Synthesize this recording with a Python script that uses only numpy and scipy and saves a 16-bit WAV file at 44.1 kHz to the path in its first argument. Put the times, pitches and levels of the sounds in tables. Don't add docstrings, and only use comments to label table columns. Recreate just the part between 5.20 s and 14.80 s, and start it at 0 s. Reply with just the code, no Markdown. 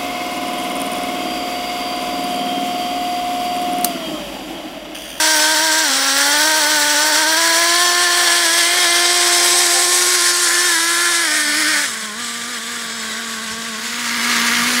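import sys
import numpy as np
from scipy import signal
from scipy.fft import rfft, irfft, next_fast_len
from scipy.io import wavfile
from scipy.ndimage import uniform_filter1d

SR = 44100
rng = np.random.default_rng(int(sys.argv[2]) if len(sys.argv) > 2 else 0)


def linear_from_db(decibels):
    return 10 ** (np.asarray(decibels, float) / 20)


def dump_mix(stems):
    frames = np.atleast_2d(stems).T
    limited = np.clip(frames, -1, 1)
    pcm = np.round(limited * 32767).astype(np.int16)
    wavfile.write(sys.argv[1], SR, pcm)


N = 423360
TIME_S = np.arange(N) / SR

# time in seconds, open share (0 to 1).
THROTTLE = [
    (6.62, 1),
    (6.7, 0.56),
]
# time in seconds, then rasp, puff and hiss in dB
# over the rattle, and air in dB over the hiss.
ASPECTS = [(1.8, 1.5, -11, -9.5, -5), (2.8, -1, -12, -11, -7), (3.7, -3, -10.5, -9.5, -14),
           (4.3, -1.5, -10, -8, -19), (5.1, 0.5, -13.5, -8, -18), (6, 3.5, -14, -9, -18),
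           (7.7, 3.5, -11, -7.5, -21), (9.2, 10, -13.5, -5, -16)]
# time in seconds, order 1 in dB, pipe peak over it in dB, pipe peak in Hz.
CLOSE_EXHAUST = [(8.5, -39.5, -7, 1480), (8.9, -31.5, -4.5, 1598), (9.2, -26.5, -3, 1840),
                 (9.6, -26.5, -6, 1896)]


def unit(x):
    return x / np.sqrt(np.mean(x ** 2) + 1e-20)


def along(points, hz):
    f, v = np.transpose(points)
    return np.interp(np.log(hz + 1), np.log(f + 1), v)


def curves(rows):
    s, *cols = np.transpose(rows)
    return [np.interp(TIME_S, s, c) for c in cols]


def wobble(rate, at=None):
    knots = rng.standard_normal(int(N * rate / SR) + 4)
    where = np.arange(N) if at is None else at
    return np.interp(where * rate / SR, np.arange(len(knots)), knots)


def coloured(x, level_db):
    m = next_fast_len(N + 8192)
    gain = linear_from_db(level_db(np.fft.rfftfreq(m, 1 / SR)))
    return unit(irfft(rfft(x, m) * gain, m)[:N])


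def tinted(x, points):
    return coloured(x, lambda hz: along(points, hz))


def blend(x, share, first, second):
    return share * tinted(x, first) + (1 - share) * tinted(x, second)


def patch_field(shape, high, wide):
    smooth = uniform_filter1d(rng.standard_normal(shape), size=high, axis=0)
    return unit(uniform_filter1d(smooth, size=wide, axis=1))


def patchy(depth_db):
    z = signal.stft(rng.standard_normal(N + 512), nperseg=512)[2]
    z = z * linear_from_db(depth_db * patch_field(z.shape, 4, 16))
    return signal.istft(z, nperseg=512)[1][:N]


def shut():
    return np.interp(TIME_S, np.transpose(THROTTLE)[0], (0, 1))


def bumps(lag_s, size):
    # time of the deepest point in seconds, crank sag in Hz, length in seconds, drop of the noise in
    # dB (negative: a rise).
    turf = [(.19, 16, 0.19, -1), (0.362, 16, .09, -1), (0.52, 13, 0.13, -1.5), (0.917, 4, 0.097, 3),
            (1.43, 19, 0.13, -0.5), (1.589, 18, 0.22, 0), (1.746, 14, .06, 0.5), (1.93, 14, .09, -1.5),
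            (2.049, 17, 0.098, 2.5), (2.137, 8, .08, 1), (2.351, 6, .12, -1), (2.451, 6, 0.084, -0.5),
            (2.871, 9, 0.13, 1.5), (3.089, 10, 0.13, -0.5), (3.282, 12, 0.17, 1.5), (3.446, 12, .16, 2),
            (3.678, 14, .18, 1.5), (4.493, 12, 0.2, 0.5), (4.67, 7, 0.13, 0.5), (5.001, 12, 0.15, 1),
            (5.13, 3, .14, 1.5), (5.291, 11, .18, -0.5), (5.577, 24, .3, 1.5), (5.759, 6, .12, 1),
            (5.96, 7, .14, 1.5), (6.059, 0, .1, 1.5), (6.249, 16, 0.23, 2), (6.439, 13, 0.082, 1),
            (6.569, 11, 0.11, 0.5), (7.397, 12, .1, 1.5), (8.991, 11, 0.065, 0.5)]
    sag_share = .32
    t = np.arange(0, N, 32) / SR - lag_s
    dips = 0
    for row in turf:
        corners_s = (-sag_share * row[2], 0, (1 - sag_share) * row[2])
        dips = dips + np.interp(t - row[0], corners_s, (0, row[size], 0))
    return np.repeat(dips, 32)[:N]


def crank(rows, exhaust, odd_idle_db, span_s):
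    # frequency in Hz, gain in dB.
    outlet = [(900, 9), (1120, 1), (1250, 0), (1950, 1), (2200, -4), (2450, -1), (2700, -9), (3250, 7),
              (3800, 1), (4400, 9), (5100, 5), (5700, 8), (6400, -6)]
    # time in seconds, notch in Hz, depth in dB.
    ground = [(.2, 700, 2), (.42, 640, 0), (.6, 705, 3), (.75, 700, 11), (1.3, 696.7, 0.5),
              (2.6, 1001, 0.5), (3.8, 1050, 9), (4.5, 952, 10), (4.95, 730, 15.5), (5.5, 700, 19),
              (5.75, 705, 15), (6.05, 800, 13.5), (6.45, 839.5, 23), (6.7, 699, 1.5), (8.65, 500, 2.5),
              (8.9, 480.6, 12.5), (9.6, 481, 8)]
    # time in seconds, gain in dB.
    odd_orders = [(.6, 4.5), (.75, 1.5), (1.3, 2.5), (3.1, 3), (4.1, -1), (5.4, 2), (5.8, -1), (6.6, 3)]
    notch_width_hz = 275
    skirt = .11

    live = np.arange(round(span_s[0] * SR), min(round(span_s[1] * SR), N))
    slow = live[::32]
    turns = curves(rows)[0] - bumps(0, size=1)
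    unsteady = 1.7 ** np.clip((345 - turns) / (345 - 230), 0, 1)
    turns = turns * (1 + unsteady * (.006 * wobble(30) + .007 * wobble(150)))
    angle = 2 * np.pi * np.cumsum(turns) / SR

    tracks = curves(exhaust) + curves(ground) + curves(odd_orders) + [turns, shut()]
    first_db, facing_db, peak_hz, notch_hz, notch_db, odd_db, hz, idle = np.array(tracks)[:, slow]
    low = {1: first_db}
    for k, over_first_db, soft_db in ((2, 4, -10), (3, 7.5, -16)):
        echo_db = notch_db / (1 + ((k * hz - notch_hz) / notch_width_hz) ** 2)
        low[k] = first_db + over_first_db + idle * soft_db - echo_db
    width_hz = 215 + 100 * idle
    tone = np.zeros(N)
    for k in range(1, 19):
        detune = (k * hz - peak_hz) / width_hz
        ring_power = linear_from_db(2 * facing_db) / (1 + detune ** 2) + skirt * (1 - .93 * idle)
        favour_db = (odd_db * (k < 6) + odd_idle_db * idle) * (k % 2 * 2 - 1)
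        passed_db = first_db + 10 * np.log10(ring_power) + along(outlet, k * hz) + favour_db
        flutter_db = (1.1 + min(.05 * k, .3)) * wobble(40, slow)
        lag = np.arctan(detune) + np.pi / 2 + .6 * wobble(8, slow)
        size = np.interp(live, slow, linear_from_db(low.get(k, passed_db) + flutter_db))
        tone[live] -= np.sqrt(2) * size * np.cos(k * angle[live] - np.interp(live, slow, lag))
    return angle, tone


def four_stroking(angle):
    # order (multiple of the turning speed), level in dB over order 1.
    quarters = [(.75, -22), (1.25, -17), (1.5, -24), (1.75, -19), (2.25, -20)]
    first_db = curves(CLOSE_EXHAUST)[0]
    return sum(np.sqrt(2) * linear_from_db(first_db + db + 1.96 * wobble(15)) * np.sin(k * angle) for k, db in quarters)


def pops(angle, close):
    # frequency in Hz, level in dB.
    click_colour = [(500, -50), (1000, -37), (1800, 0.5), (4000, 7.0), (8000, -9.0), (12000, -48)]
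    at = np.flatnonzero(np.diff(np.floor(angle / (2 * np.pi))))
    scatter_db = (5 - 2.5 * close[at]) * np.clip(rng.standard_normal(N // 64)[:len(at)], -2, 2)
    cycle_db = close[at] * np.array([9., -4, -3, 3])[np.arange(len(at)) % 4]
    strength = linear_from_db(scatter_db + cycle_db)
    clicks = np.zeros(N)
    clicks[at] = -strength
    clicks[np.minimum(at + 11, N - 1)] = .6 * close[at] * strength
    return tinted(clicks, click_colour)


def beat(angle, depth_db, lag, shake):
    return linear_from_db(depth_db * np.cos(angle - lag) + shake)


def rasp(angle, shake, close):
    # frequency in Hz, level in dB per Hz.
    usual_rasp = [(600, -92), (900, -10), (1200, -6), (1500, 4.5), (1800, 3), (2100, 1), (2500, -6),
                  (2900, -24.5)]
    high_rasp = [(900, -35), (1300, -6), (1700, 1.5), (1950, 3), (2300, 4.5), (2600, -10), (2900, -23)]
    close_rasp = [(700, -44), (900, -11), (1150, 0), (1600, 0), (2200, 4), (2450, -12), (2900, -22)]
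    # time in seconds, share of the high rasp.
    end_on = [(.3, 0.19), (.9, 0), (1.2, 0), (2.15, 0), (2.4, 0.54), (2.9, .1), (3.3, 0.58), (4.1, 0.24),
              (4.35, 0.91), (4.9, 0.68), (5.15, 0.0046), (5.8, 0), (6.15, .7), (6.5, 0.44), (7.4, 0.22),
              (7.9, 0)]
    jet = beat(angle, 0.41, 0.99, shake) * patchy(0.73)
    far = blend(jet, np.clip(curves(end_on)[0], 0, 1), high_rasp, usual_rasp)
    return (close * tinted(jet, close_rasp) + (1 - close) * far) * linear_from_db(-2.5 * close)


def puff(angle, shake, throttle):
    # frequency in Hz, level in dB per Hz.
    open_puff = [(60, -36), (120, -15.5), (200, -12.5), (300, -4.5), (500, 3), (900, 6.5), (1200, 6.5),
                 (2000, -58)]
    idle_puff = [(60, 0), (150, -16), (300, 2.5), (450, -0.5), (620, -13), (850, -28), (1100, 6.5),
                 (2000, -33)]
    return blend(beat(angle, 0.69, 1.0, shake) * patchy(0.7), throttle, open_puff, idle_puff)


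def turning(x):
    # frequency in Hz, level in dB per Hz.
    sides = [
        [(1530, -76), (2600, -5.5), (3270, -2), (4550, 0.5), (4980, -3), (5660, 3.5), (6650, -5.5),
         (8010, -1.5), (9300, -7.5), (12100, -70)],
        [(1530, -58), (2600, -11.5), (3270, -4.5), (3900, -8), (4380, -1), (4930, -10), (5760, -3.5),
         (6330, -11.5), (8230, -7), (12100, -25)],
        [(1530, -36), (2600, -6), (3220, -3.5), (3860, 1.5), (4360, -4), (5040, 1.5), (7120, -1.5), (8010, 3),
         (9300, -5.5), (12100, -19)],
        [(1530, -26), (2600, -11), (3050, -2), (5060, -4.5), (5490, -1), (7090, -5.5), (8010, 0), (9300, -1.5),
         (12100, -17)],
        [(1530, -52), (2600, -13), (3150, -4.5), (3800, -3.5), (4070, -8), (5060, -6.5), (6330, -12.5),
         (8010, -5.5), (9300, -20), (12100, -37)],
        [(1530, -24.5), (2600, 0.5), (3560, -1), (4550, 1), (5370, -3), (6610, -2), (7550, -4.5), (9300, -10),
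         (12100, -38)],
    ]
    tail = [(1470, -41), (2500, -12), (3210, 1), (4640, -2.5), (5080, -2), (6860, -5.5), (7080, -8),
            (8250, -4.5), (11500, -20), (15000, -42), (22000, -120)]
    leaving = [(1470, -37), (2500, -13), (2660, -10), (3250, -7), (3570, -5), (4730, -3), (7080, -4.5),
               (8850, -3), (11500, -16), (15000, -42), (22000, -120)]
    in_order = sides[:2] + [tail, sides[2], leaving] + sides[3:]
    place = np.interp(TIME_S, np.transpose(ASPECTS)[0], np.arange(len(ASPECTS)))
    total = 0
    for i, side in enumerate(in_order):
        facing = np.clip(1 - abs(place - i), 0, 1)
        total = total + facing * tinted(x, side + [(20500, -120)])
    return total


def plates():
    # pitch in Hz, width in Hz, level in dB over the rattle, start and end in seconds.
    singing = [(3246, 57, -14.5, 2.3, 4.4), (3250, 180, -15, -1.5, 2.2), (7730, 75, -17, 4, 5.5),
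               (4470, 48, -14.5, 5, 4.8), (5130, 88, -11, 6, 6.62), (6740, 126, -14, 4.5, 8.8),
               (3714, 72, -12, 5.5, 6), (5700, 99, -17, 1.5, 3.5), (3830, 57.5, -17, 4.5, 4.5),
               (8190, 160, -10, 3, 4.8), (5200, 160, -15, 3, 4.4), (5760, 150, -13, 4.85, 5.05),
               (3350, 101, -19, 7, 8.3)]
    total = 0
    for centre_hz, width_hz, db, start, end in singing:
        peak = signal.iirpeak(centre_hz, centre_hz / width_hz, SR)
        ring = signal.lfilter(*peak, rng.standard_normal(N))
        ring = unit(signal.lfilter(*peak, ring))
        fade = np.clip(np.minimum(TIME_S - start, end - TIME_S) / 0.085 + 1, 0, 1)
        total = total + linear_from_db(db) * ring * fade
    return total


def rattle(angle, shake):
    shaken = beat(angle, 1.3, 1.8, shake) * patchy(1.0) * linear_from_db(0.96 * wobble(50))
    return turning(shaken) + plates()


def hiss(angle, shake, air_db):
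    # frequency in Hz, level in dB per Hz.
    gas_colour = [(8000, -38), (9000, -1.5), (10700, -0.5), (11500, -6.5), (12500, -5.5), (13300, -9),
                  (13800, -24), (15700, -26)]
    air_colour = [(13100, -24), (13700, -5), (14200, 1), (15000, 5), (15700, -5)]
    gas = beat(angle, 2.4, 2.2, shake) * patchy(1.0) * linear_from_db(1.3 * wobble(60))
    return tinted(gas, gas_colour) + linear_from_db(air_db) * tinted(gas, air_colour)


def roar(angle, close):
    # time in seconds, level in dB.
    loudness = [(0, -15.5), (.64, -17.5), (.88, -15.5), (1.09, -15), (1.4, -17), (1.98, -16), (2.6, -15.5),
                (3.56, -15), (3.9, -16), (4.2, -14.5), (4.92, -15), (5.5, -17), (6.62, -19.5),
                (6.76, -25.5), (6.94, -30), (7.0, -26), (8.58, -28), (9.17, -20)]
    throttle_cut = [
        (6.65, 0),
        (6.67, -4),
        (6.77, 0),
    ]
    outlet_swing = [(0, -1), (1.25, -1.5), (1.7, -1), (2.1, 0), (2.45, 0), (2.75, -1), (2.95, 1.5),
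                    (3.5, 3), (3.9, 2.5), (4.35, 1), (4.7, -1), (5.1, -0.5), (5.3, -1.5), (5.5, -0.5),
                    (5.9, -2), (6.15, 0.5), (6.35, 2), (6.6, 2.5), (7.1, -1), (7.4, 1.5), (7.9, 0),
                    (8.5, -4.5), (8.7, -1), (9.1, 0), (9.6, -1.5)]
    level_db = curves(loudness)[0]
    falter_db = bumps(0.012, size=3)
    rasp_db, puff_db, hiss_db, air_db = curves(ASPECTS)
    rasp_db = level_db + rasp_db - 1.7 * falter_db + curves(throttle_cut)[0]
    rasp_db = rasp_db + curves(outlet_swing)[0] + 0.26 * wobble(7.9)
    puff_db = level_db + puff_db + 3.5 * shut() - falter_db + 1.0 * wobble(7.7)
    rattle_db = level_db - falter_db
    hiss_db = level_db + hiss_db - 3.5 * shut() - 1.3 * falter_db + 0.96 * wobble(8)
    throttle = np.clip(curves(THROTTLE)[0], 0, 1)
    pops_db = rasp_db - 12 - 6 * throttle
    shake = 0.18 * wobble(13) + 0.26 * wobble(45) + 0.77 * wobble(130)
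    return (linear_from_db(rasp_db - 6.5) * rasp(angle, shake, close)
            + linear_from_db(puff_db - 4.0) * puff(angle, shake, throttle)
            + linear_from_db(rattle_db - 0.39) * rattle(angle, shake)
            + linear_from_db(hiss_db - 2.0) * hiss(angle, shake, air_db)
            + linear_from_db(pops_db) * pops(angle, close))


def clutch():
    # time in seconds, turns per second in Hz, hum in dB, whine in dB.
    shaft = [(2.6, 263, -70, -70), (3, 261, -58, -43), (3.4, 245.4, -63, -44), (4.4, 260, -60, -37.5),
             (4.9, 263.4, -65, -41.5), (5.65, 246.5, -57, -43), (5.85, 245.5, -60, -55),
             (6.03, 250, -60, -36), (6.17, 226.4, -49, -43), (6.3, 218, -46, -49), (6.75, 203, -49, -56)]
    hz, hum_db, whine_db = curves(shaft)
    angle = 2 * np.pi * np.cumsum(hz * (1 + 0.0059 * wobble(25))) / SR
    whine = linear_from_db(-7) * np.sin(2 * angle) + np.sin(3 * angle)
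    orders = linear_from_db(hum_db) * np.sin(angle) + linear_from_db(whine_db) * whine
    engaged = np.interp(TIME_S, (7.5, 6.84), (1, 0))
    return np.sqrt(2) * linear_from_db(6.9 * wobble(14)) * orders * engaged


def lawn():
    # frequency in Hz, level in dB per Hz.
    rumble_colour = [(15, -43), (25, -13), (70, 4), (162, -0.5), (180, 8.5), (230, -27), (400, -120)]
    # time in seconds, level in dB.
    rumble_level = [(0, -59), (.85, -55), (1.1, -53), (3.3, -61), (5.5, -58.5), (7.5, -53), (9.6, -47.5)]
    swell_db = 3 * wobble(9)
    rumble = tinted(rng.standard_normal(N), rumble_colour)
    return linear_from_db(curves(rumble_level)[0] + 1.5 + swell_db) * rumble


def scene():
    # time in
    # seconds, turns per second in Hz.
    far_speed = [(0, 312.2), (.56, 323.5), (.635, 314.7), (.7, 265.7), (1.06, 282.6), (1.28, 312.3),
                 (1.52, 308.2), (1.8, 299.6), (2.0, 318), (2.2, 328.3), (2.6, 349), (2.83, 356), (3.35, 343.4),
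                 (3.58, 359.4), (3.8, 348.8), (4.9, 360.3), (5.44, 351.7), (6.02, 345.8),
                 (6.09, 301.8), (6.15, 309), (6.48, 311.3), (6.62, 301.5), (6.7, 236), (6.75, 222.5),
             (6.94, 210), (7.0, 236.8), (7.15, 233.3), (7.3, 240), (7.45, 232.7), (7.56, 236.8),
             (7.7, 227.6), (7.95, 225.8), (8.05, 230), (8.15, 221.5), (8.3, 222.6), (8.45, 229),
             (8.55, 218.4), (8.85, 220)]
    close_idle = [(8.45, 236.3), (8.8, 239.7), (8.85, 234.2), (9.06, 239.4), (9.32, 232.2), (9.49, 243),
                  (9.6, 244)]
    # time in seconds, order 1 in dB, pipe peak over it in dB,
    # pipe peak in Hz.
    far_exhaust = [(.55, -30.5, 3, 1610), (.75, -32, 1.5, 1440), (1.2, -30, 7, 1600), (1.7, -32, 5.5, 1557),
                   (2.0, -31, 6, 1580), (2.6, -29.5, 4.5, 1640), (3.3, -31, 6.5, 1721),
                   (3.52, -31, 7, 2125), (3.75, -27.5, 5.5, 1950), (4.15, -27, -3, 2150),
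                   (4.35, -27.5, -4, 1900), (4.5, -27.5, -2, 1785), (4.72, -28.5, -4, 1750),
                   (4.95, -28.5, -1, 1420), (5.2, -30.5, 3, 1500), (5.4, -30, 6, 1707),
                   (5.8, -31, 9.5, 1757), (6.15, -33, 8.5, 1780), (6.3, -30.5, 5, 1860),
                   (6.5, -29, 5.5, 1852), (6.63, -37, 8, 1797), (6.68, -40.5, -6, 1283),
                   (7, -36.5, -9, 1303), (7.4, -39, -6.5, 1448), (7.9, -36, -8, 1505),
                   (8.3, -34.5, -7, 1558)]
    far_angle, far_tone = crank(far_speed, far_exhaust, odd_idle_db=5.5, span_s=(0, 9))
    near_angle, near_tone = crank(close_idle, CLOSE_EXHAUST, odd_idle_db=1.5, span_s=(8.2, 10))
    close = np.interp(TIME_S, (8.5, 8.76), (0, 1))
    angle = np.cumsum((1 - close) * np.gradient(far_angle) + close * np.gradient(near_angle))
    near_tone = near_tone + four_stroking(near_angle)
    tone = np.cos(close * np.pi / 2) * far_tone + np.sin(close * np.pi / 2) * near_tone
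    mono = tone + roar(angle, close) + clutch() + lawn()
    return np.array([mono, mono])


def dropouts(x):
    # time in seconds, rarity of the patches (higher is rarer).
    rarity = [(0, 2), (2.7, 1.9), (3.1, 1.3), (4, 1.7), (4.6, 1.2), (5.2, .9), (6.4, .8), (7.1, 1.3),
              (7.3, 1.9), (7.6, 1.2), (8.4, 1.3), (8.8, 3)]
    band_hz = (13300, 14800)
    hz, t, z = signal.stft(x, SR, nperseg=1024)
    field = patch_field(z.shape[1:], 7, 5)
    off_centre = abs(hz - np.mean(band_hz)) / np.ptp(band_hz)
    muted = field > np.interp(t, *np.transpose(rarity)) + 4 * off_centre[:, None] ** 2
    gain = linear_from_db(-32 * muted * (off_centre < 1)[:, None])
    return signal.istft(z * gain, SR, nperseg=1024)[1][:, :N]


def low_pass(x):
    return signal.sosfilt(signal.butter(12, 17040, fs=SR, output="sos"), x)


def record(dry):
    # from Hz, to Hz, level in dB, rarity.
    leaks = [(2290, 2900, -20.5, 0.72), (2930, 3800, -9.5, 0.83), (5399, 6100, -8.5, 0.77),
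             (8194, 10400, -5, 2.107), (13800, 15700, -13, 2.4)]
    # frequency in Hz, gain in dB.
    mic = [(30, -15), (140, -0.5), (13000, -1), (13900, -4), (14800, 0.5)]
    level = np.sqrt(np.abs(uniform_filter1d(dry[0] ** 2, size=2048)))
    side = 0
    for lo, hi, db, rare in leaks:
        band = coloured(rng.standard_normal(N), lambda hz: -120. * ((hz < lo) | (hz > hi)))
        gate = uniform_filter1d(1. * (wobble(40) > rare), size=300)
        side = side + linear_from_db(db - 8.0) * level * band * gate
    eased = dry / (1 + abs(dry / .95) ** 4) ** (1 / 4)
    both = eased + np.array([side, -side])
    hz = np.fft.rfftfreq(N, 1 / SR)
    kept = irfft(rfft(both) * linear_from_db(along(mic, hz)) * (hz < 15750), N)
    mix = dropouts(kept)
    return low_pass(mix)


dry = scene()
out = record(dry)
dump_mix(out)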